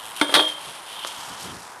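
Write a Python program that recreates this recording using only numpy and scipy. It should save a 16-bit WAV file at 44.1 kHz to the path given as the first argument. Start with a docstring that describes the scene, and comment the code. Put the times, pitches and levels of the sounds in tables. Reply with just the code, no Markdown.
"""A stunt bike's steel pegs clank onto a steel rail: the front one hits, the rear one lands and chatters.
Each hit thuds in the rail, clanks in the fork or frame and leaves the peg ringing briefly.
The freewheel's pawls buzz before and after; the bike drops off with a knock and hisses away on wet
concrete. Ramps and trees give a weak echo, far traffic hums and a little wind bumps the microphone."""
import sys
import numpy as np
from scipy import signal
from scipy.fft import rfft, irfft, next_fast_len
from scipy.io import wavfile
from scipy.ndimage import map_coordinates

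SR = 44100
rng = np.random.default_rng(int(sys.argv[2]) if len(sys.argv) > 2 else 0)


def output_pcm(signal):
    """Save a mono or channel-first signal as 16-bit PCM at the path in sys.argv[1].

    Samples are clipped to [-1, 1] before scaling.
    """
    pcm = np.clip(np.atleast_2d(signal).T, -1, 1) * 32767
    wavfile.write(sys.argv[1], SR, np.round(pcm).astype(np.int16))


N = 79380

# peg hits on the rail: t/s, end of the bike, thud/dB, clank/dB, peg ring/dB, crack/dB
PEG_HITS = [(.213, "front", -22, -13, -19.5, -23.5), (.293, "front", -29.5, -28.5, -34.5, -49),
            (.3245, "rear", -26, -28, -52, -44), (.340, "rear", -28, -13, -20, -14),
            (.3475, "rear", -29.5, -14.5, -22.5, -17), (.353, "rear", -27, -11.5, -20.5, -19),
            (.361, "rear", -20, -15, -17.5, -21), (.369, "rear", -18, -36, -13.5, -34),
            (.376, "rear", -23.5, -28, -16.5, -45), (.3945, "rear", -38, -16, -23, -44),
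            (.400, "rear", -22.5, -28, -17.5, -45)]
# ringing modes of rail, fork, frame, steel pegs, and tyre with rim: f/Hz, level/dB, t60/s
RAIL_MODES = [(305.8, -10, 0.3), (364, -10.5, 0.28), (512, -13.5, 0.27), (576, -10.5, 0.56),
              (628, -11, 0.31), (921, -16, .5)]
FORK_MODES = [(295, -0.5, 0.13), (898, -4.5, 0.086), (1130, -9.5, 0.13), (1366, -4, .035),
              (1676, -10, 0.12)]
FRAME_MODES = [(936, -19, .11), (1160, -8.5, 0.17), (1386, -11.5, 0.095), (1565, -12.5, .1),
               (1696, -12.5, 0.088), (1832, -12, 0.073)]
FRONT_PEG_MODES = [(3193, 0, 0.45), (3262, -3.5, 0.4), (3460, -7, .12), (3585, -5, 0.25),
                   (8820, -8.5, 0.25), (9000, -15, 0.2)]
REAR_PEG_MODES = [(3146, -10.5, 0.4), (3180, -10.5, 0.71), (3231, -1.5, .27), (3365, -3.5, 0.12),
                  (3570, -8.5, 0.28), (3680, -13, 0.11), (3784, -11, 0.1), (4278, -8.5, 0.073),
                  (9090, -19.5, .16)]
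WHEEL_MODES = [(560, -6, .007), (1090, -1, .005), (3100, -1, .003)]
# low, mid and bright noise layers of a hit: f/Hz, level/dB
THUD_COLOUR = [(40, -14), (170, -9), (290, -2), (600, 4), (900, 2), (3000, -51)]
CLANK_COLOUR = [(200, -37), (700, -8), (1000, -2.5), (1400, -0.5), (2200, -5), (4500, -17.5), (9000, -30.5)]
CRACK_COLOUR = [(250, -7), (2600, -9), (3400, 6.5), (4300, 2), (5200, -5), (7400, -16.5), (9400, -3),
                (10800, -14.5), (13000, -13)]
# wheels touching down: t/s, level/dB
LANDING_KNOCKS = [(1.0487, -13.5), (1.065, -23)]
# frame shudder on landing: f/Hz, level/dB
SHUDDER_COLOUR = [(150, -39), (480, 5), (1300, -3), (8000, -42)]
# freewheel buzz before and after the rail: t/s, level/dB
COAST_IN_LEVEL = [(0, -43.5), (.07, -36.5), (.11, -39), (.15, -46), (.17, -32), (.21, -52)]
COAST_OUT_LEVEL = [(.56, -44.5), (.83, -63.5), (.89, -41), (.93, -39.5), (1.005, -36), (1.07, -36),
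                   (1.11, -37), (1.19, -42), (1.3, -45.5), (1.52, -42.5)]
# ring of the hub under each click: f/Hz, level/dB
HUB_COLOUR = [(500, -39), (1500, -22), (2650, -8.5), (2950, -1.5), (3150, 3.5), (3380, -2), (4500, -15.5),
              (7000, -18.5), (9200, -9), (13000, -15.5)]
# hiss of wet tyres, spinning and then rolling away: t/s, level/dB
SPIN_LEVEL = [(0, -56), (.15, -46.5), (.19, -36), (.28, -41), (.33, -33), (.51, -36.5), (.56, -45),
              (.64, -38), (.78, -40.5), (.82, -45), (.92, -40.5), (1.1, -56.5)]
ROLL_LEVEL = [(1.03, -52), (1.075, -34.5), (1.11, -41), (1.17, -42.5), (1.21, -39), (1.38, -43),
              (1.435, -35.5), (1.48, -43.5), (1.62, -44), (1.8, -52.5)]
# tone of those two hisses: f/Hz, level/dB
SPIN_HISS_COLOUR = [(100, -24), (700, 2), (1600, -0.5), (3200, 7.5), (5000, -2), (7200, -6), (9800, 2.5),
                    (12500, -8.5)]
ROLL_HISS_COLOUR = [(200, -25), (1400, -11), (2600, 0), (5600, 3), (7000, -0.5), (8700, 1), (12500, -6.5)]
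# swell of the traffic bed: t/s, level/dB
TRAFFIC_LEVEL = [(0, -40.5), (.9, -42), (1.45, -38), (1.6, -42.5), (1.8, -42.5)]
# wind bumps: t/s, half length/s, level/dB
WIND_PUFFS = [(0.686, .035, -50.5), (1.192, 0.017, -49.5), (1.312, 0.042, -46), (1.474, 0.047, -42),
              (1.545, 0.078, -45)]
# traffic hum and wind rumble: f/Hz, level/dB
TRAFFIC_COLOUR = [(25, -66), (60, -17.5), (300, -12.5), (550, -8.5), (950, 1), (1700, -7.5), (2500, -16.5),
                  (12000, -58)]
WIND_COLOUR = [(25, -25), (150, -1), (250, -7.5), (450, -11.5), (1200, -39)]


def pegs_on_rail(attack_s=0.00035, bass_cut_hz=166):
    """Each hit layers a rail thud, a fork or frame clank, a fluttering peg ring and a bright crack."""
    out, t = np.zeros(N), clock()[:N // 2]
    snap = 1 + amp(1) * fade(t, t60=0.014)  # extra force at the instant of contact
    for s, end, thud_db, clank_db, peg_db, crack_db in PEG_HITS:
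        tubes, peg = (FORK_MODES, FRONT_PEG_MODES) if end == "front" else (FRAME_MODES, REAR_PEG_MODES)
        thud = steel_ring(RAIL_MODES, t) + amp(-2.5) * burst(THUD_COLOUR, t, t60=0.13)
        clank = steel_ring(tubes, t) + amp(-2) * snap * burst(CLANK_COLOUR, t, t60=0.051)
        flutter = unit(amp(2 * wobble(per_s=70)))[:len(t)]
        ping = flutter * steel_ring(peg, t, sag=0.0029)
        crack = snap * burst(CRACK_COLOUR, t, t60=0.099)
        hit = amp(thud_db) * thud + amp(clank_db) * clank + amp(peg_db) * ping + amp(crack_db) * crack
        add(out, s, hit * (1 - np.exp(-t / attack_s)))
    # the hits carry little bass
    return signal.sosfilt(signal.butter(3, bass_cut_hz, "high", fs=SR, output="sos"), out)


def steel_ring(modes, t, sag=0, detune=0.0016, scatter_db=1, waver_per_s=70):
    """Damped modes, shifted at each hit as the contact slides; the loose contact makes them waver."""
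    out, knots = np.zeros(len(t)), np.arange(waver_per_s) / waver_per_s
    # a pressed peg rings sharp by the share `sag` and settles as its load lifts
    bent_time = t + sag * np.cumsum(fade(t, t60=0.41)) / SR
    for hz, db, t60 in modes:
        depth_rad = 0.5 * np.sqrt(hz / 1000)  # high modes waver most
        waver = np.interp(t, knots, depth_rad * rng.standard_normal(len(knots)))
        pitch_hz = hz * (1 + detune * rng.normal())
        phase = 2 * np.pi * (pitch_hz * bent_time + rng.random()) + waver
        out += amp(db + scatter_db * rng.normal()) * fade(t, t60) * np.sin(phase)
    return out


def landing(low_cut_hz=330, rubber_hz=4930):
    """The wheels clack lightly on concrete and the frame shudders; the rubber softens the top end."""
    out, t = np.zeros(N), clock()[:N // 8]
    knock = sum(amp(db) * fade(t, t60) * np.cos(2 * np.pi * hz * t) for hz, db, t60 in WHEEL_MODES)
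    for s, db in LANDING_KNOCKS:
        shudder = amp(-17) * burst(SHUDDER_COLOUR, t, t60=0.039)
        add(out, s, amp(db) * (knock + shudder))
    return signal.sosfilt(signal.butter(2, [low_cut_hz, rubber_hz], "band", fs=SR, output="sos"), out)


def freewheel(coast, treble_db, click_t60, clicks_per_s=110, scatter_db=1.2):
    """The pawls click into the hub as the wheel coasts, fast enough to buzz."""
    t = clock()
    teeth = t * clicks_per_s
    accents = amp(scatter_db * rng.standard_normal(1024))[teeth.astype(int)]
    since_click = teeth % 1 / clicks_per_s
    clicks = unit(accents * fade(since_click, click_t60))
    hub = noise([(hz, db + treble_db * (hz > SR / 8)) for hz, db in HUB_COLOUR])
    gate = (t >= coast[0][0]) & (t <= coast[-1][0])
    return clicks * hub * level(coast) * gate


def tyre_hiss(curve, colour, grain_db=1.95):
    """Wet rubber turning: a hiss with a fine grain."""
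    return level(curve) * unit(noise(colour) * amp(grain_db * wobble(per_s=270)))


def park_echo(hits, t60=0.42):
    """Ramps and trees throw back a short, diffuse tail."""
    tail = rng.standard_normal(N) * fade(clock(), t60)
    return signal.fftconvolve(hits, tail / np.linalg.norm(tail))[:N]


def traffic(waver_db=0.44):
    """Far traffic lays a gently wavering hum under everything."""
    return level(TRAFFIC_LEVEL) * amp(waver_db * wobble(per_s=11.94)) * noise(TRAFFIC_COLOUR)


def wind():
    """Soft puffs bump the microphone with a low rumble."""
    puffs = sum(amp(db) * np.exp(-((clock() - s) / half) ** 2) for s, half, db in WIND_PUFFS)
    return puffs * noise(WIND_COLOUR)


def amp(db):
    """Decibels to gain."""
    return 10 ** (np.asarray(db) / 20)


def unit(x):
    """Scale to rms 1."""
    return x / np.sqrt(np.mean(x ** 2) + 1e-20)


def clock():
    """Time of each sample in seconds."""
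    return np.arange(N) / SR


def noise(colour):
    """Noise of rms 1, shaped by f/Hz, level/dB points."""
    hz, db = np.transpose(colour)
    bins_hz = np.fft.rfftfreq(N, 1 / SR)
    eq = amp(np.interp(np.log(bins_hz + 1), np.log(hz), db))
    return unit(irfft(rfft(rng.standard_normal(N)) * eq, N))


def burst(colour, t, t60):
    """A noise burst: dense modes that die together."""
    return noise(colour)[:len(t)] * fade(t, t60)


def level(points):
    """Gain envelope through t/s, level/dB points."""
    return amp(np.interp(clock(), *np.transpose(points)))


def wobble(per_s):
    """A smooth random curve with per_s knots a second."""
    return map_coordinates(rng.standard_normal(512), [clock() * per_s], mode="wrap")


def fade(t, t60):
    """Decay by 60 dB every t60 seconds."""
    return np.exp(-np.log(1000) * t / t60)


def add(track, s, sound):
    """Mix a sound in at s seconds."""
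    part = track[round(s * SR):][:len(sound)]
    part += sound[:len(part)]


def scene():
    """Mono mix: hits and their echo up front, then freewheel and tyres, over traffic and wind."""
    hits = pegs_on_rail() + landing()
    echo = amp(-12.5) * park_echo(hits)
    coast_in = freewheel(COAST_IN_LEVEL, treble_db=1, click_t60=0.03)
    # further off, the clicks are duller and smeared by reflections
    coast_out = freewheel(COAST_OUT_LEVEL, treble_db=-6.5, click_t60=0.087)
    tyres = tyre_hiss(SPIN_LEVEL, SPIN_HISS_COLOUR) + tyre_hiss(ROLL_LEVEL, ROLL_HISS_COLOUR)
    return (hits + echo + coast_in + coast_out + tyres + traffic() + wind())[None]


def record(dry, ceiling=0.85, top_hz=12550):
    """Round off the highest peaks and cut everything above top_hz."""
    soft = dry / (1 + (dry / ceiling) ** 6) ** (1 / 6)
    padded = next_fast_len(N + SR // 2)
    passband = np.fft.rfftfreq(padded, 1 / SR) < top_hz
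    return irfft(rfft(soft, padded) * passband, padded)[..., :N]


dry = scene()
out = record(dry)
output_pcm(out)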